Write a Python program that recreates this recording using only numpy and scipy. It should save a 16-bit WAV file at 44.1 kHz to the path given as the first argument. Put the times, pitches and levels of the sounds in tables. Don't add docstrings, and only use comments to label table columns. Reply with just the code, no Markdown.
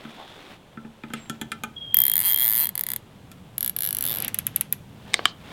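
import sys
import numpy as np
from scipy import signal
from scipy.fft import rfft, irfft
from scipy.io import wavfile

SR = 44100
rng = np.random.default_rng(int(sys.argv[2]) if len(sys.argv) > 2 else 0)


def materialize(psi):
    bounded = np.clip(np.atleast_2d(psi).T, -1, 1)
    quanta = np.round(bounded * 32767).astype(np.int16)
    wavfile.write(sys.argv[1], SR, quanta)


N = 243431
TIME = np.arange(N) / SR


def from_db(db):
    return 10 ** (np.asarray(db) / 20)


def unit_rms(x):
    return x / np.sqrt(np.mean(x ** 2) + 1e-20)


def in_time(rows):
    times, *columns = np.transpose(rows)
    return [np.interp(TIME, times, column) for column in columns]


def drift(rate_hz):
    rolloff = 1 + (np.fft.rfftfreq(N, 1 / SR) / rate_hz) ** 2
    return unit_rms(irfft(rfft(rng.standard_normal(N)) / rolloff, N))


def noise(spectrum):
    hz, db = np.transpose(spectrum)
    grid_hz = np.fft.rfftfreq(N, 1 / SR) + 1
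    colour = from_db(np.interp(np.log(grid_hz), np.log(hz), db))
    return unit_rms(irfft(rfft(rng.standard_normal(N)) * colour, N))


def clicks(times, sizes):
    return np.bincount(np.clip(np.round(times * SR).astype(int), 0, N - 1), sizes, N) + 1e-18


def crackle(impulses, tail_s, tail_db):
    r = np.exp(-2 / (tail_s * SR))
    power = signal.lfilter([1 - r], [1, -r], impulses ** 2)
    return impulses + from_db(tail_db) * np.sqrt(power) * rng.standard_normal(N)


def resonance(x, hz, width_hz):
    r, w = np.exp(-np.pi * width_hz / SR), 2 * np.pi * hz / SR
    return signal.lfilter(np.array([1, 0, -1]) * (1 - r * r) / 2, [1, -2 * r * np.cos(w), r * r], x)


def ring(x, hz, t60_s):
    r, w = np.exp(-np.log(1000) / (t60_s * SR)), 2 * np.pi * hz / SR
    return signal.lfilter([0, np.sin(w)], [1, -2 * r * np.cos(w), r * r], x)


def whistle(hz, gain, waver, waver_hz, flutter_db, flutter_hz):
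    phase = 2 * np.pi * np.cumsum(hz * (1 + waver * drift(waver_hz))) / SR
    return np.sqrt(2) * gain * from_db(flutter_db * drift(flutter_hz)) * np.sin(phase)


# frequency_hz, relative_db
RUMBLE_COLOUR = [(25, -77), (50, -9), (115, 4.5), (210, 2), (400, -19), (1000, -37.5)]
HISS_COLOUR = [(300, 2), (1000, -4.5), (2000, -15.5), (3400, -13), (4800, -24), (8000, -23.5), (15000, -32)]
# time_s, level_db
RUMBLE_LEVEL = [(0, -64), (1.7, -49), (4.0, -47.5), (4.2, -44), (5.52, -47)]

def outdoors(hiss_db=-53.5, wander_db=1.4):
    rumble_db = in_time(RUMBLE_LEVEL)[0] + wander_db * drift(rate_hz=2.6)
    return from_db(rumble_db) * noise(RUMBLE_COLOUR) + from_db(hiss_db) * noise(HISS_COLOUR)


# frequency_hz, relative_db
CANVAS_COLOUR = [(50, -31), (180, 1), (800, -1), (1200, -4.5), (3500, -6), (4600, -15), (7000, -23),
                 (15000, -30)]
# start_s, end_s, level_db
SLEEVE_STROKES = [(0, 0.551, -47), (1.107, 1.367, -54), (4.092, 4.28, -41.5), (4.292, 4.66, -52.5),
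                  (5.1, 5.26, -46.5), (5.521, 5.52, -42.5)]

def sleeve(attack_s=0.093, release_s=0.019, rest_db=-59.5, grain_db=2.0, grain_hz=250):
    power = from_db(rest_db) ** 2
    for start_s, end_s, db in SLEEVE_STROKES:
        fade = np.maximum(start_s - TIME, 0) / attack_s + np.maximum(TIME - end_s, 0) / release_s
        power = power + (from_db(db) * np.exp(-fade)) ** 2
    return np.sqrt(power) * unit_rms(noise(CANVAS_COLOUR) * from_db(grain_db * drift(grain_hz)))


# start_s, bench_thump_db, rod_ring_db, plastic_snap_db
ROD_JOLTS = [(0.05, -36, -37, -64), (0.772, -33.5, -37, -78), (0.848, -37.5, -40, -73),
             (1.036, -30, -28, -62), (1.102, -36.5, -40, -60), (1.136, -30, -26.5, -33.5),
             (1.297, -28.5, -28, -31.5), (1.414, -29, -26.5, -32.5), (1.518, -38, -26.5, -31),
             (1.636, -35.5, -25, -31), (3.316, -66.5, -44.5, -43.5)]
# pitch_hz, gain_db, t60_s
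ROD_MODES = [(144.4, -8.5, 0.26), (224.3, 1, 0.27), (297, -3, 0.076), (391, -8, 0.045), (866, -10, 0.04),
             (1252, -6, 0.036), (1356, -6.5, 0.11), (1515, -8.5, 0.082), (1765, -6.5, 0.036),
             (2060, -15, 0.11), (2426, -2.5, 0.02), (2750, -9.5, 0.038), (3320, 6.5, 0.01),
             (5000, 4, 0.0018), (6900, 8.5, 0.0021), (8800, 7.5, 0.0018), (11560, 9, 0.0018)]

def rods(scatter_db=2.0):
    times, thump_db, ring_db, snap_db = np.transpose(ROD_JOLTS)
    blows = clicks(times, np.ones(len(times)))
    chatter = crackle(blows, tail_s=0.0056, tail_db=0.5)
    latest_jolt = np.maximum(np.searchsorted(times - .002, TIME) - 1, 0)
    out = np.zeros(N)
    for k, (hz, db, t60_s) in enumerate(ROD_MODES):
        if hz < 500:
            drive, blow_db = blows, thump_db
        else:
            sharpness = np.clip((hz - 1800) / 3000, 0, 1)
            drive, blow_db = chatter, (1 - sharpness) * ring_db + sharpness * snap_db
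        size = from_db(db + blow_db + scatter_db * rng.standard_normal(len(times)))
        out += (-1) ** k * ring(drive * size[latest_jolt], hz, t60_s)
    return out


# frequency_hz, relative_db
SHED_COLOUR = [(150, -14.5), (400, 19), (2300, 0.5), (3200, 6.5), (4350, 2.5), (5200, 6), (12000, -1.5),
               (16000, -21.5)]

def shed(x, build_s=0.0034, body_t60_s=0.24, treble_t60_s=0.12, split_hz=7000):
    scatter = noise(SHED_COLOUR)
    body = signal.sosfiltfilt(signal.butter(2, split_hz, fs=SR, output="sos"), scatter)
    treble = scatter - body
    dying = body * 1000 ** (-TIME / body_t60_s) + treble * 1000 ** (-TIME / treble_t60_s)
    tail = (dying * (1 - np.exp(-TIME / build_s)))[:SR // 2]
    return signal.fftconvolve(x, tail / np.sqrt(np.sum(tail ** 2)))[:N]


# peak_s, level_db, centre_hz, width_hz, half_length_s
SCUFFS_AND_ECHOES = [(0.209, -41, 740, 350, 0.035), (0.25, -52.5, 3470, 600, 0.18),
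                     (1.175, -45.5, 2460, 1500, 0.034), (4.16, -41.5, 120, 69.5, 0.098),
                     (4.246, -37, 2730, 1600, 0.022), (5.168, -42, 4200, 900, 0.033),
                     (5.277, -41.5, 3900, 1900, 0.032)]

def scuffs_and_echoes():
    out = np.zeros(N)
    for peak_s, db, hz, width_hz, half_length_s in SCUFFS_AND_ECHOES:
        swell = np.exp(-((TIME - peak_s) / half_length_s) ** 2)
        band = resonance(rng.standard_normal(N), hz, width_hz)
        out += from_db(db) * swell * unit_rms(resonance(band, hz, width_hz))
    return out


# time_s, pitch_hz, level_db
BIRD_CALL = [(1.15, 9000, -93), (1.17, 8360, -55), (1.2, 7500, -59), (1.29, 7500, -59), (1.42, 7100, -89)]

def bird():
    hz, db = in_time(BIRD_CALL)
    return whistle(hz, from_db(db), waver=0.0088, waver_hz=346, flutter_db=2.5, flutter_hz=40)


# start_s, length_s, start_pitch_hz, end_pitch_hz, level_db
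SQUEAL_BOUTS = [(1.759, 0.21, 3300, 3194, -39.5), (1.926, 0.16, 3250, 3215, -35.5),
                (2.071, 0.12, 3224, 3275, -38.5), (2.232, 0.12, 3210, 3250, -35.5),
                (2.326, 0.15, 3203, 3300, -34), (2.528, 0.18, 3185, 3270, -43.5)]

def squeal(attack_s=0.0065, release_s=0.048):
    out = np.zeros(N)
    for start_s, length_s, start_hz, end_hz, db in SQUEAL_BOUTS:
        age = TIME - start_s
        gate = np.clip(np.minimum(age / attack_s, (length_s - age) / release_s), 0, 1)
        hz = np.interp(age, [0, length_s], [start_hz, end_hz])
        out += whistle(hz, from_db(db) * gate, waver=0.00437, waver_hz=114, flutter_db=4, flutter_hz=65)
    return out


def tug(first_s, last_s, teeth, start_gap, end_gap):
    even = np.linspace(0, 1, int(round(teeth)))
    bend = (1 - even) * (start_gap - 1) - even * (end_gap - 1)
    return first_s + (last_s - first_s) * (even + even * (1 - even) * bend)


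# first_tooth_s, last_tooth_s, tooth_count, start_gap_ratio, end_gap_ratio
STRAP_TUGS = [(1.9444, 2.038, 6.0, 1.61, 1.21), (2.0533, 2.1373, 6.0, 0.73, 1.27),
              (2.1557, 2.2211, 7.0, 1, 0.59), (2.2304, 2.3327, 17.0, 1.26, 1.65),
              (2.3443, 2.4288, 9.0, 1.72, 0.72), (2.4359, 2.6142, 22.0, 0.96, 0.71),
              (2.6207, 2.6913, 8.0, 0.84, 2.46), (2.7542, 2.837, 5.0, 1.48, 1.66),
              (2.8666, 2.962, 6.0, 1.33, 1.67), (3.5812, 3.6961, 7.0, 1.57, 1.05),
              (3.7649, 3.8505, 7.0, 1.8, 0.48), (3.8627, 3.9865, 8.0, 0.48, 0.91),
              (4.0093, 4.1288, 12.0, 1.53, 0.71), (4.1398, 4.2476, 8.0, 0.58, 1.74)]
# time_s, snap_db, treble_db
FIRST_STRAP_PULL = [(1.945, -1.5, 15.5), (2.06, -1.5, 10), (2.205, 1.5, 3.5), (2.229, -10, 3),
                    (2.26, -3, 6.5), (2.32, -3.5, 8.5), (2.56, -3, 8), (2.69, -7, 8.5), (2.96, -4.5, 2)]
SECOND_STRAP_PULL = [(3.58, 3, 2.3), (3.88, 1, 2.1), (4.06, -3, 9.4), (4.15, -4.5, 4.5), (4.248, 0, 2.7)]
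# start_s, snap_db
FORCED_TEETH = [(4.281, -4.5), (4.3446, -4), (4.388, -2), (4.4678, 0), (4.5613, 1.5), (4.6104, 0.5),
                (4.726, 2)]

def strap_teeth(forced_treble_db=7.5):
    run_s = np.concatenate([tug(*row) for row in STRAP_TUGS])
    pull_s, snap_db, treble_db = np.transpose(FIRST_STRAP_PULL + SECOND_STRAP_PULL)
    forced_s, forced_db = np.transpose(FORCED_TEETH)
    return (np.r_[run_s, forced_s],
            np.r_[np.interp(run_s, pull_s, snap_db), forced_db],
            np.r_[np.interp(run_s, pull_s, treble_db), np.full(len(forced_s), forced_treble_db)])


def pawl(times, slip_s=0.0006, slip_db=-6, wander=0.06, scrape_s=0.004):
    slaps = clicks(times, np.ones(len(times)))
    lead_s = slip_s * np.exp(wander * drift(rate_hz=3))
    slips = np.interp(TIME + lead_s, TIME, slaps)
    common_scrape = crackle(clicks(np.zeros(1), np.ones(1)), scrape_s, tail_db=-7)[:SR // 100]
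    scrapes = crackle(np.convolve(slips, common_scrape)[:N], scrape_s, tail_db=-8.5)
    return slaps + from_db(slip_db) * scrapes


def bench_echo(x, lag_s=0.00145, echo_db=-10):
    return x + from_db(echo_db) * np.interp(TIME - lag_s, TIME, x, left=0)


# pitch_hz, width_hz (before nylon loss), gain_db
FIRST_TIE_MODES = [(946, 129, 4), (1716, 38, 2.5), (2137, 460, -0.5), (3510, 730, -3.5), (4120, 150, 3),
                   (4670, 310, -4), (7230, 2100, -6.5), (9900, 250, 5), (10530, 250, 15),
                   (10830, 750, 14.5), (13360, 480, 15), (13230, 650, 15.5), (13740, 380, 11)]
SECOND_TIE_MODES = [(790, 440, -7.5), (1690, 21, -1), (2340, 39, -1), (2920, 154, -0.5), (4150, 510, -1),
                    (5770, 58, -3), (7980, 67, -5), (9100, 860, -6.5), (11360, 290, 14.5),
                    (11720, 47, 14.5), (13200, 1420, 6), (14270, 1360, 8.5), (14570, 470, 9)]
TAUT_TIE_MODES = [(1460, 990, -6.5), (2720, 79, 1.5), (2680, 620, 1), (3860, 1200, -5), (5800, 550, -5),
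                  (7950, 850, -1.5), (9730, 380, 10), (11310, 240, 19.5), (11760, 510, 19.5),
                  (13400, 2100, 4.5), (14200, 300, 7.5), (15400, 310, -4.5)]

def zip_ties(second_tie_s=3.3, taut_s=4.265, nylon_loss=0.045, scatter_db=0.75, gain_db=-0.5):
    times, snap_db, treble_db = strap_teeth()
    tooth_grip = np.searchsorted([second_tie_s, taut_s], times)
    contacts = pawl(times)
    nearest_tooth = np.searchsorted((times[1:] + times[:-1]) / 2, TIME)
    out = np.zeros(N)
    for grip, modes in enumerate([FIRST_TIE_MODES, SECOND_TIE_MODES, TAUT_TIE_MODES]):
        for k, (hz, width_hz, db) in enumerate(modes):
            snap_share = 1 if hz > 8800 else 0.41
            tooth_db = db + snap_db * snap_share + treble_db * (hz > 12600)
            size = (tooth_grip == grip) * from_db(tooth_db + scatter_db * rng.standard_normal(len(times)))
            damped_width_hz = np.hypot(width_hz, nylon_loss * hz)
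            out += (-1) ** k * resonance(contacts * size[nearest_tooth] + 1e-18, hz, damped_width_hz)
    return from_db(gain_db) * bench_echo(out + strap_zing(contacts)) + rod_grind(times[times > taut_s])


# peak_s, half_length_s, pitch_hz, width_hz, gain_db
LOOSE_END = (4.085, 0.041, 3700, 260, 3)

def strap_zing(contacts):
    peak_s, half_length_s, hz, width_hz, db = LOOSE_END
    swell = np.exp(-((TIME - peak_s) / half_length_s) ** 2)
    return from_db(db) * resonance(contacts * swell + 1e-18, hz, width_hz)


def rod_grind(times, gain_db=3):
    jerks = clicks(times, np.full(len(times), from_db(gain_db)))
    grit = crackle(jerks, tail_s=0.008, tail_db=-1.0) - jerks
    return resonance(grit, hz=2300, width_hz=990)


# start_s, blow_db, place (0 first catch, 1 second), cutoff_hz
CASE_BLOWS = [(5.1354, -21, 0.25, 8850), (5.1412, -3.5, 0.17, 14800), (5.1918, 0.5, 0.51, 795),
              (5.2551, -2, 1, 12000)]
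# pitch_hz, width_hz, first_catch_db, second_catch_db
CASE_MODES = [(332, 71, 8.5, 21.5), (720, 174, 14.5, 18), (1134, 113, 18, 25.5), (1590, 210, 16, 25),
              (2270, 300, 28.5, 19), (3080, 170, 25.5, 30), (3690, 310, 26, 21), (4330, 370, 24.5, 11.5),
              (4970, 450, 20.5, 12), (7300, 970, 16.5, 8), (8340, 850, 18.5, 8.5), (11200, 2800, 4.5, 2)]

def plastic_case(gain_db=-1.0):
    out = np.zeros(N)
    for start_s, blow_db, place, cutoff_hz in CASE_BLOWS:
        blow = clicks(np.array([start_s]), from_db([blow_db]))
        crack = crackle(blow, tail_s=0.0021, tail_db=-1.0)
        contact = signal.sosfilt(signal.butter(2, cutoff_hz, fs=SR, output="sos"), crack)
        for k, (hz, width_hz, first_db, second_db) in enumerate(CASE_MODES):
            mode_db = np.interp(place, [0, 1], [first_db, second_db])
            out += (-1) ** k * from_db(mode_db) * resonance(contact, hz, width_hz)
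    return from_db(gain_db) * out


def scene(room_db=-15.5, rods_send_db=2, case_send_db=-6):
    ties, jolts, clacks = zip_ties(), rods(), plastic_case()
    room = from_db(room_db) * shed(ties + from_db(rods_send_db) * jolts + from_db(case_send_db) * clacks)
    background = squeal() + bird() + sleeve() + scuffs_and_echoes() + outdoors()
    return (ties + jolts + clacks + room + background)[None]


def record(dry, cutoff_hz=16500):
    lowpass = signal.ellip(8, .2, 70, cutoff_hz, fs=SR, output="sos")
    return np.clip(signal.sosfilt(lowpass, dry), -1, 1)


dry = scene()
out = record(dry)
materialize(out)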